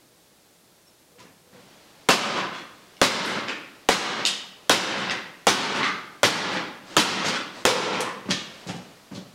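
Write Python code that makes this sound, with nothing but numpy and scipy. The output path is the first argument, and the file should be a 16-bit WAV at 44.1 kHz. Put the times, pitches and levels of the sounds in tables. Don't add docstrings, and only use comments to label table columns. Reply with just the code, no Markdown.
import sys
import numpy as np
from scipy import signal
from scipy.fft import rfft, irfft
from scipy.io import wavfile
from scipy.ndimage import uniform_filter1d, minimum_filter1d

SR = 44100
rng = np.random.default_rng(int(sys.argv[2]) if len(sys.argv) > 2 else 0)


def int16_out(signal):
    q = np.round(np.clip(np.atleast_2d(signal).T, -1, 1) * 32767)
    wavfile.write(sys.argv[1], SR, q.astype(np.int16))


N = 411894

# f/Hz, t60/s
BARN_DECAY = [(50, 0.23), (160, 0.86), (400, 0.68), (1200, 0.76), (3000, 0.66), (5500, 0.54), (9000, 0.42),
              (14000, 0.3)]
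# delay/s, level/dB
REFLECTIONS = [(.0072, -8.5), (0.0106, -7.5)]
# f/Hz, width/Hz, boost/dB
WALL_MODES = [(112, 12, 5.5), (191.5, 11, 5.5), (273, 9, 0), (516, 38, 4), (584, 31, 5)]
# f/Hz, level/dB
AIR_SPECTRUM = [(15, -37), (49, -5), (153, 3.5), (503, 1.5), (775, -6.5), (2840, -14), (3520, -8),
                (11600, -9.5), (16000, -14)]
# f/Hz, level/dB
CLOTH_SPECTRUM = [(40, -11), (200, 2.5), (600, 2.5), (1500, -3), (4500, -5.5), (8000, -15), (15000, -42)]
# peak t/s, level/dB, half length/s
LEG_SWINGS = [(1.72, -60, 0.07), (6.93, -41, 0.045), (7.59, -41, 0.042), (8.6, -48, 0.23)]
# peak t/s, level/dB, half length/s
TONE_SWELLS = [(1.165, -55.5, 0.016), (1.49, -53, 0.036), (1.575, -50, 0.022)]
# peak t/s, level/dB, half length/s, f/Hz
THIN_TONES = [(.88, -57, .011, 5450), (1.206, -48, 0.0063, 1000), (7.266, -26, 0.0049, 6500)]
# f/Hz, level/dB
BOOT_SPECTRUM = [(30, -54), (70, -8.5), (120, 1), (170, 9), (280, 4), (450, 1), (700, -2.5), (1100, -4),
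                 (2500, -7.5), (6000, -26), (14000, -56)]
# t/s, thud/dB, grit/dB, settling/s, tilt/(dB per octave)
STEPS = [(1.185, -44.5, -50, 0.08, 1.5), (1.53, -46, -64, 0.065, 0), (8.257, -37, -54, 0.0098, -1.5),
         (8.287, -26, -40.5, 0.01, -3), (8.304, -30.5, -44, 0.011, 0.5), (8.665, -36, -39.5, 0.007, -4),
         (8.683, -32, -44, 0.022, -2.5), (8.74, -36.5, -49, 0.017, -5), (9.112, -34, -51, 0.037, -4),
         (9.155, -36, -54, 0.035, -3)]
# thud/dB, grit/dB
OTHER_BOOT = [(-29.5, -45), (-28.5, -35), (-33, -55), (-31, -34), (-22.5, -35), (-27, -37), (-20, -26),
              (-23, -43)]
# f/Hz, level/dB
GRIT_SPECTRUM = [(100, -24), (1000, 10), (4000, 8.5), (9000, -1), (15000, -13)]
# t/s, level/dB, decay/s, centre f/Hz
SKIDS = [(3.245, -29, 0.026, 9900), (7.28, -26, 0.004, 5260), (8.004, -29, 0.002, 9250),
         (8.304, -27.5, 0.0041, 5500), (9.145, -40, 0.023, 4670)]
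# f/Hz, level/dB
SHELL_SPECTRUM = [(60, -74), (300, 6), (700, -6), (1500, 6.5), (3500, 4), (6000, -1.5), (10000, -16.5),
                  (15000, -41)]
# t/s, length/s, level/dB, start f/Hz, end f/Hz
DRAGS = [(5.793, 0.04, -30.5, 1080, 1172), (5.838, 0.082, -27.5, 1230, 1267),
         (8.048, .06, -31.5, 1043, 1067)]
# f/Hz, level/dB, t60/s
RIM_MODES = [(2620, -2, 0.0042), (2970, -6.5, 0.017), (3570, -2.5, 0.013), (3670, 4, 0.0096),
             (4500, -4.5, 0.0073), (5130, -6.5, 0.009), (6800, -6, 0.011), (7650, -12, 0.011)]
# t/s, level/dB, factor on the modes' pitch
CLINKS = [(2.968, -51.5, 0.77), (3.484, -32.5, 0.7), (4.252, -18.5, 1), (5.097, -29, 0.73),
          (5.8308, -25.5, 0.58), (5.8429, -27, 0.518), (5.8594, -32, 0.53), (8.313, -25.5, 0.92)]
# t/s, level/dB, rise/s, decay/s, ring f/Hz, boost/dB, tilt/(dB per octave)
CLATTERS = [(2.359, -26, 0.0052, 0.0099, 960, 15, -3.5), (2.522, -34, 0.014, 0.047, 1030, 11, -1.5),
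            (3.475, -26.5, 0.0059, 0.021, 2730, 5.5, -3), (4.259, -20.5, .002, 0.0083, 3130, 11.5, 8.5),
            (5.104, -25.5, 0.0014, 0.0046, 1840, 7, -1), (5.825, -25.5, 0.015, 0.032, 1430, 2, -1.5),
            (6.559, -27.5, 0.003, 0.0049, 1950, 4, -5.5), (7.324, -25.5, 0.012, 0.028, 1300, 8, -1.5),
            (8.299, -24, 0.011, 0.016, 3320, 4.5, 1.5), (8.678, -34, 0.011, 0.013, 770, 21, -1)]
# f/Hz, level/dB
POP_SPECTRUM = [(30, -45), (100, -26), (250, -1), (400, 4), (800, 3), (1400, 2), (2200, -5.5),
                (3500, -17.5), (7000, -11.5), (15000, -32)]
# f/Hz, level/dB
CRUSH_SPECTRUM = [(30, -54), (80, -19.5), (170, -3.5), (380, -1), (600, -7), (1000, -0.5), (2300, -1.5),
                  (4000, -1.5), (7000, -9), (10000, -16.5), (15000, -30)]
# t/s, level/dB, pop/dB, crack/dB, sole/dB, crumple/s, tilt/(dB per octave), ring f/Hz, boost/dB
STOMPS = [(2.088, 3.5, -10.5, -18.5, -16.5, 0.022, -0.9, 624, 4.5),
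          (3.0153, 7.5, -5.5, -6, -12.5, 0.019, -0.5, 540, 3.5),
          (3.8883, 2.5, -1, -10.5, -22, 0.033, -0.33, 462, 2.5),
          (4.6955, 9.5, -4.5, -10, -15.5, 0.019, -0.67, 420, -1.5),
          (5.4693, 6, -6, -10.5, -14, 0.016, -0.9, 525, -2),
          (6.232, 5.5, -9, -9.5, -17, 0.014, -1, 490, 1.5),
          (6.967, 5.5, -4.5, -7.5, -12, 0.023, -0.43, 555, -1),
          (7.6526, 6, -1.5, -1, -6, 0.038, -1, 476, 12.5)]


def gain_of(db):
    return 10 ** (np.asarray(db) / 20)


def unit_rms(x):
    return x / np.sqrt(np.mean(x ** 2) + 1e-20)


def read(points, hz):
    f, value = np.transpose(points)
    return np.interp(np.log(hz + 1), np.log(f + 1), value)


def add(mix, s, sound):
    part = mix[max(round(s * SR), 0):][:len(sound)]
    part += sound[:len(part)]


def noise(spectrum):
    colour = gain_of(read(spectrum, np.fft.rfftfreq(N, 1 / SR)))
    return unit_rms(irfft(rfft(rng.standard_normal(N)) * colour, N))


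def waver(span, count=N):
    return unit_rms(uniform_filter1d(rng.standard_normal(count), size=span))


def sine(hz):
    return np.sin(2 * np.pi * np.cumsum(hz) / SR)


def swells(rows):
    t = np.arange(N) / SR
    return sum(gain_of(db) * np.exp(-((t - s) / half_s) ** 2 / 2) for s, db, half_s in rows)


def snaps(decay_s, per_s, spread_db, rise_s=0):
    t = np.arange(SR // 4) / SR
    happens = rng.random(len(t)) < per_s / SR
    happens[0] = True
    size = gain_of(spread_db * np.minimum(rng.exponential(1, len(t)), 3))
    build = np.minimum((t + 1 / SR) / (rise_s + 1 / SR), 1)
    fade = np.exp(-(np.maximum(t - rise_s, 0) / decay_s) ** 2.23 / 2)
    run = happens * size * rng.choice([-1, 1], len(t)) * build * fade
    return run / np.linalg.norm(run)


def body(drive, spectrum, tilt_db=0, rings=(), width_oct=0.15, modes_db=2, size=4096):
    hz = np.fft.rfftfreq(size, 1 / SR) + 1
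    db = read(spectrum, hz) + tilt_db * np.log2(np.maximum(hz, 200) / 1000)
    db += sum(boost / (1 + (np.log2(hz / ring_hz) / width_oct) ** 2) for ring_hz, boost in rings)
    modes = unit_rms(uniform_filter1d(waver(6, len(hz)), size=5))
    db += modes_db * modes * hz / (hz + 300)
    log_gain = np.r_[db, db[-2:0:-1]] * np.log(10) / 20
    response = np.fft.ifft(np.exp(np.conj(signal.hilbert(log_gain)))).real[:size // 2]
    return signal.fftconvolve(drive, response) * np.sqrt(SR / 100) / np.linalg.norm(response)


def barn(clicks, wet_db, early_db=2, early_t60=0.12, first_s=0.0049, size=256):
    hz, t, diffuse = signal.stft(rng.standard_normal(SR + SR // 4), SR, nperseg=size)
    energy_in = np.add.reduceat(clicks ** 2, np.arange(0, len(clicks), size // 2))
    fall = gain_of(-60 * t / read(BARN_DECAY, hz)[:, None])
    scatter = 1 + gain_of(early_db) * np.exp(-np.log(1000) * t / early_t60)
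    arrival = np.clip(t / first_s - 1, 0, 1)
    stored = signal.fftconvolve((fall * scatter * arrival) ** 2, energy_in[None], axes=1)[:, :len(t)]
    sound = signal.istft(diffuse * np.sqrt(abs(stored)), SR, nperseg=size)[1]
    sound *= gain_of(wet_db) / np.linalg.norm(sound)
    add(sound, 0, clicks)
    for delay_s, db in REFLECTIONS:
        add(sound, delay_s * rng.uniform(0.94, 1.06), gain_of(db) * clicks)
    return sound


def walls(x):
    return x + sum((gain_of(db) - 1) * signal.lfilter(*signal.iirpeak(hz, hz / width, SR), x)
                   for hz, width, db in WALL_MODES)


def background(air_db=-58.5, standing_db=-63, walking_db=-54, walk_start_s=1.44, tone_hz=490):
    flutter = waver(1500)
    walking = np.clip((np.arange(N) / SR - walk_start_s) / 0.17, 0, 1)
    rustle = gain_of(standing_db + (walking_db - standing_db) * walking)
    cloth = np.hypot(rustle, swells(LEG_SWINGS)) * noise(CLOTH_SPECTRUM) * gain_of(0.5 * flutter)
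    tone = swells(TONE_SWELLS) * gain_of(4 * flutter) * sine(tone_hz + 13 * waver(900))
    return gain_of(air_db) * noise(AIR_SPECTRUM) + cloth + tone


def thin_tones(wander=0.014):
    bend = 1 + wander * waver(120)
    tones = sum(swells([(s, db, half_s)]) * sine(hz * bend) for s, db, half_s, hz in THIN_TONES)
    return signal.fftconvolve(tones, barn(np.ones(1), wet_db=-18))[:N]


def footfalls(lag_s=0.277, settle_s=0.028, tilt_db=3.2):
    return [(stomp[0] + lag_s, thud_db, grit_db, settle_s, tilt_db)
            for stomp, (thud_db, grit_db) in zip(STOMPS, OTHER_BOOT)] + STEPS


def steps(heel=0.16):
    out = np.zeros(N)
    for s, db, _, settle_s, tilt_db in footfalls():
        force = snaps(settle_s, per_s=2200, spread_db=0)
        force[0] = heel
        add(out, s, gain_of(db) * body(barn(force, wet_db=-2), BOOT_SPECTRUM, tilt_db))
    return out


def scuffs(heel_lag_s=0.0036, grit_s=0.026, grit_hz=6200, hiss_boost_db=17):
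    out = np.zeros(N)
    underfoot = [(s + heel_lag_s, grit_db, grit_s, grit_hz) for s, _, grit_db, _, _ in footfalls()]
    for s, db, decay_s, centre_hz in underfoot + SKIDS:
        grains = barn(snaps(decay_s, per_s=1900, spread_db=3.5, rise_s=0.0043), wet_db=-1.5)
        scrape = body(grains, GRIT_SPECTRUM, rings=[(centre_hz, hiss_boost_db)], width_oct=1)
        add(out, s, gain_of(db) * scrape)
    return out


def drags(wander=0.053, judder_db=5, overtone=1.72, overtone_db=-8):
    out = np.zeros(N)
    for s, length_s, db, start_hz, end_hz in DRAGS:
        count = round(length_s * SR)
        progress = np.arange(count) / (length_s * SR)
        hz = (start_hz + (end_hz - start_hz) * progress) * (1 + wander * waver(130, SR)[:count])
        grip = np.sqrt(np.sin(np.pi * progress)) * gain_of(judder_db * waver(130, SR)[:count])
        squeal = grip * (sine(hz) + gain_of(overtone_db) * sine(overtone * hz))
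        echoed = signal.fftconvolve(squeal / np.linalg.norm(squeal), barn(np.ones(1), wet_db=-2.5))
        add(out, s, gain_of(db) * body(echoed, SHELL_SPECTRUM))
    return out


def clinks(contact_hz=9000):
    out, t = np.zeros(N), np.arange(SR // 20) / SR
    for s, db, pitch in CLINKS:
        ring = sum((-1) ** k * gain_of(mode_db - 60 * t / t60) * np.sin(2 * np.pi * hz * pitch * t)
                   for k, (hz, mode_db, t60) in enumerate(RIM_MODES))
        ring = signal.lfilter(*signal.butter(2, contact_hz, fs=SR), ring)
        ring *= np.sqrt(SR / 100) / np.linalg.norm(ring)
        add(out, s, gain_of(db) * signal.fftconvolve(barn(np.ones(1), wet_db=-2), ring))
    return out


def clatters():
    out = np.zeros(N)
    for s, db, rise_s, decay_s, ring_hz, ring_db, tilt_db in CLATTERS:
        taps = barn(snaps(decay_s, per_s=740, spread_db=5.5, rise_s=rise_s), wet_db=2)
        rattle = body(taps, SHELL_SPECTRUM, tilt_db, [(ring_hz, ring_db)], width_oct=0.25, modes_db=3.5)
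        add(out, s, gain_of(db) * rattle)
    return out


def stomps(sole_lead_s=0.001226, fold_lag_s=0.006, crackle_lag_s=0.012, crack_hz=3300, crackle_hz=5160):
    out = np.zeros(N)
    for s, db, pop_db, crack_db, sole_db, crumple_s, tilt_db, ring_hz, ring_db in STOMPS:
        sole = barn(snaps(0.004, per_s=3000, spread_db=0.5, rise_s=0.004), wet_db=-6)
        add(out, s - sole_lead_s, gain_of(db + sole_db) * body(sole, BOOT_SPECTRUM))

        buckle = barn(snaps(0.002, per_s=2500, spread_db=1), wet_db=-7)
        crack = body(buckle, POP_SPECTRUM, tilt_db=3.3, rings=[(crack_hz, 14)], width_oct=0.23)
        add(out, s, gain_of(db + crack_db) * crack)

        can_rings = [(ring_hz, ring_db), (ring_hz * 1.68, 2)]
        hollow_rings = [(hz, boost_db + 5) for hz, boost_db in can_rings]
        burst = barn(snaps(0.0014, per_s=5300, spread_db=-1, rise_s=0.0049), wet_db=-9.5)
        pop = body(burst, POP_SPECTRUM, rings=hollow_rings, width_oct=0.27, modes_db=1.5)
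        add(out, s, gain_of(db + pop_db) * pop)

        folds = barn(snaps(crumple_s, per_s=2100, spread_db=3.5), wet_db=1)
        crumple = body(folds, CRUSH_SPECTRUM, tilt_db, can_rings, width_oct=0.24)
        add(out, s + fold_lag_s, gain_of(db) * crumple)

        creases = barn(snaps(0.028, per_s=450, spread_db=2), wet_db=0.5)
        crackle = body(creases, CRUSH_SPECTRUM, tilt_db=11.5, rings=[(crackle_hz, 12)], width_oct=0.28)
        add(out, s + crackle_lag_s, gain_of(db - 11) * crackle)
    return out


def scene():
    on_floor = stomps() + clatters() + drags() + clinks() + steps() + scuffs()
    return (walls(on_floor) + thin_tones() + background())[None]


def record(dry, limit_db=-14, attack_s=0.0013, hold_s=0.072, release_db_per_s=82, ceiling=0.47, knee=11):
    power = abs(uniform_filter1d(dry[0] ** 2, size=220, origin=80))
    over_db = np.maximum(10 * np.log10(power + 1e-12) - limit_db, 0)
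    half_hold = round(hold_s * SR / 2)
    held_db = -minimum_filter1d(-over_db, 2 * half_hold + 1, origin=half_hold)
    recovery_db = np.arange(N) / SR * release_db_per_s
    duck_db = np.maximum.accumulate(held_db + recovery_db) - recovery_db
    lag = np.exp(-1 / (attack_s * SR))
    limited = dry / gain_of(signal.lfilter([1 - lag], [1, -lag], duck_db))
    clipped = limited / (1 + abs(limited / ceiling) ** knee) ** (1 / knee)
    softened = signal.lfilter(*signal.butter(1, 12500, fs=SR), clipped)
    hiss = gain_of(-67) * rng.standard_normal(N)
    band_limit = signal.firwin(255, 15950, window=("kaiser", 9), fs=SR)
    return signal.oaconvolve(softened + hiss, band_limit[None], "same")


dry = scene()
out = record(dry)
int16_out(out)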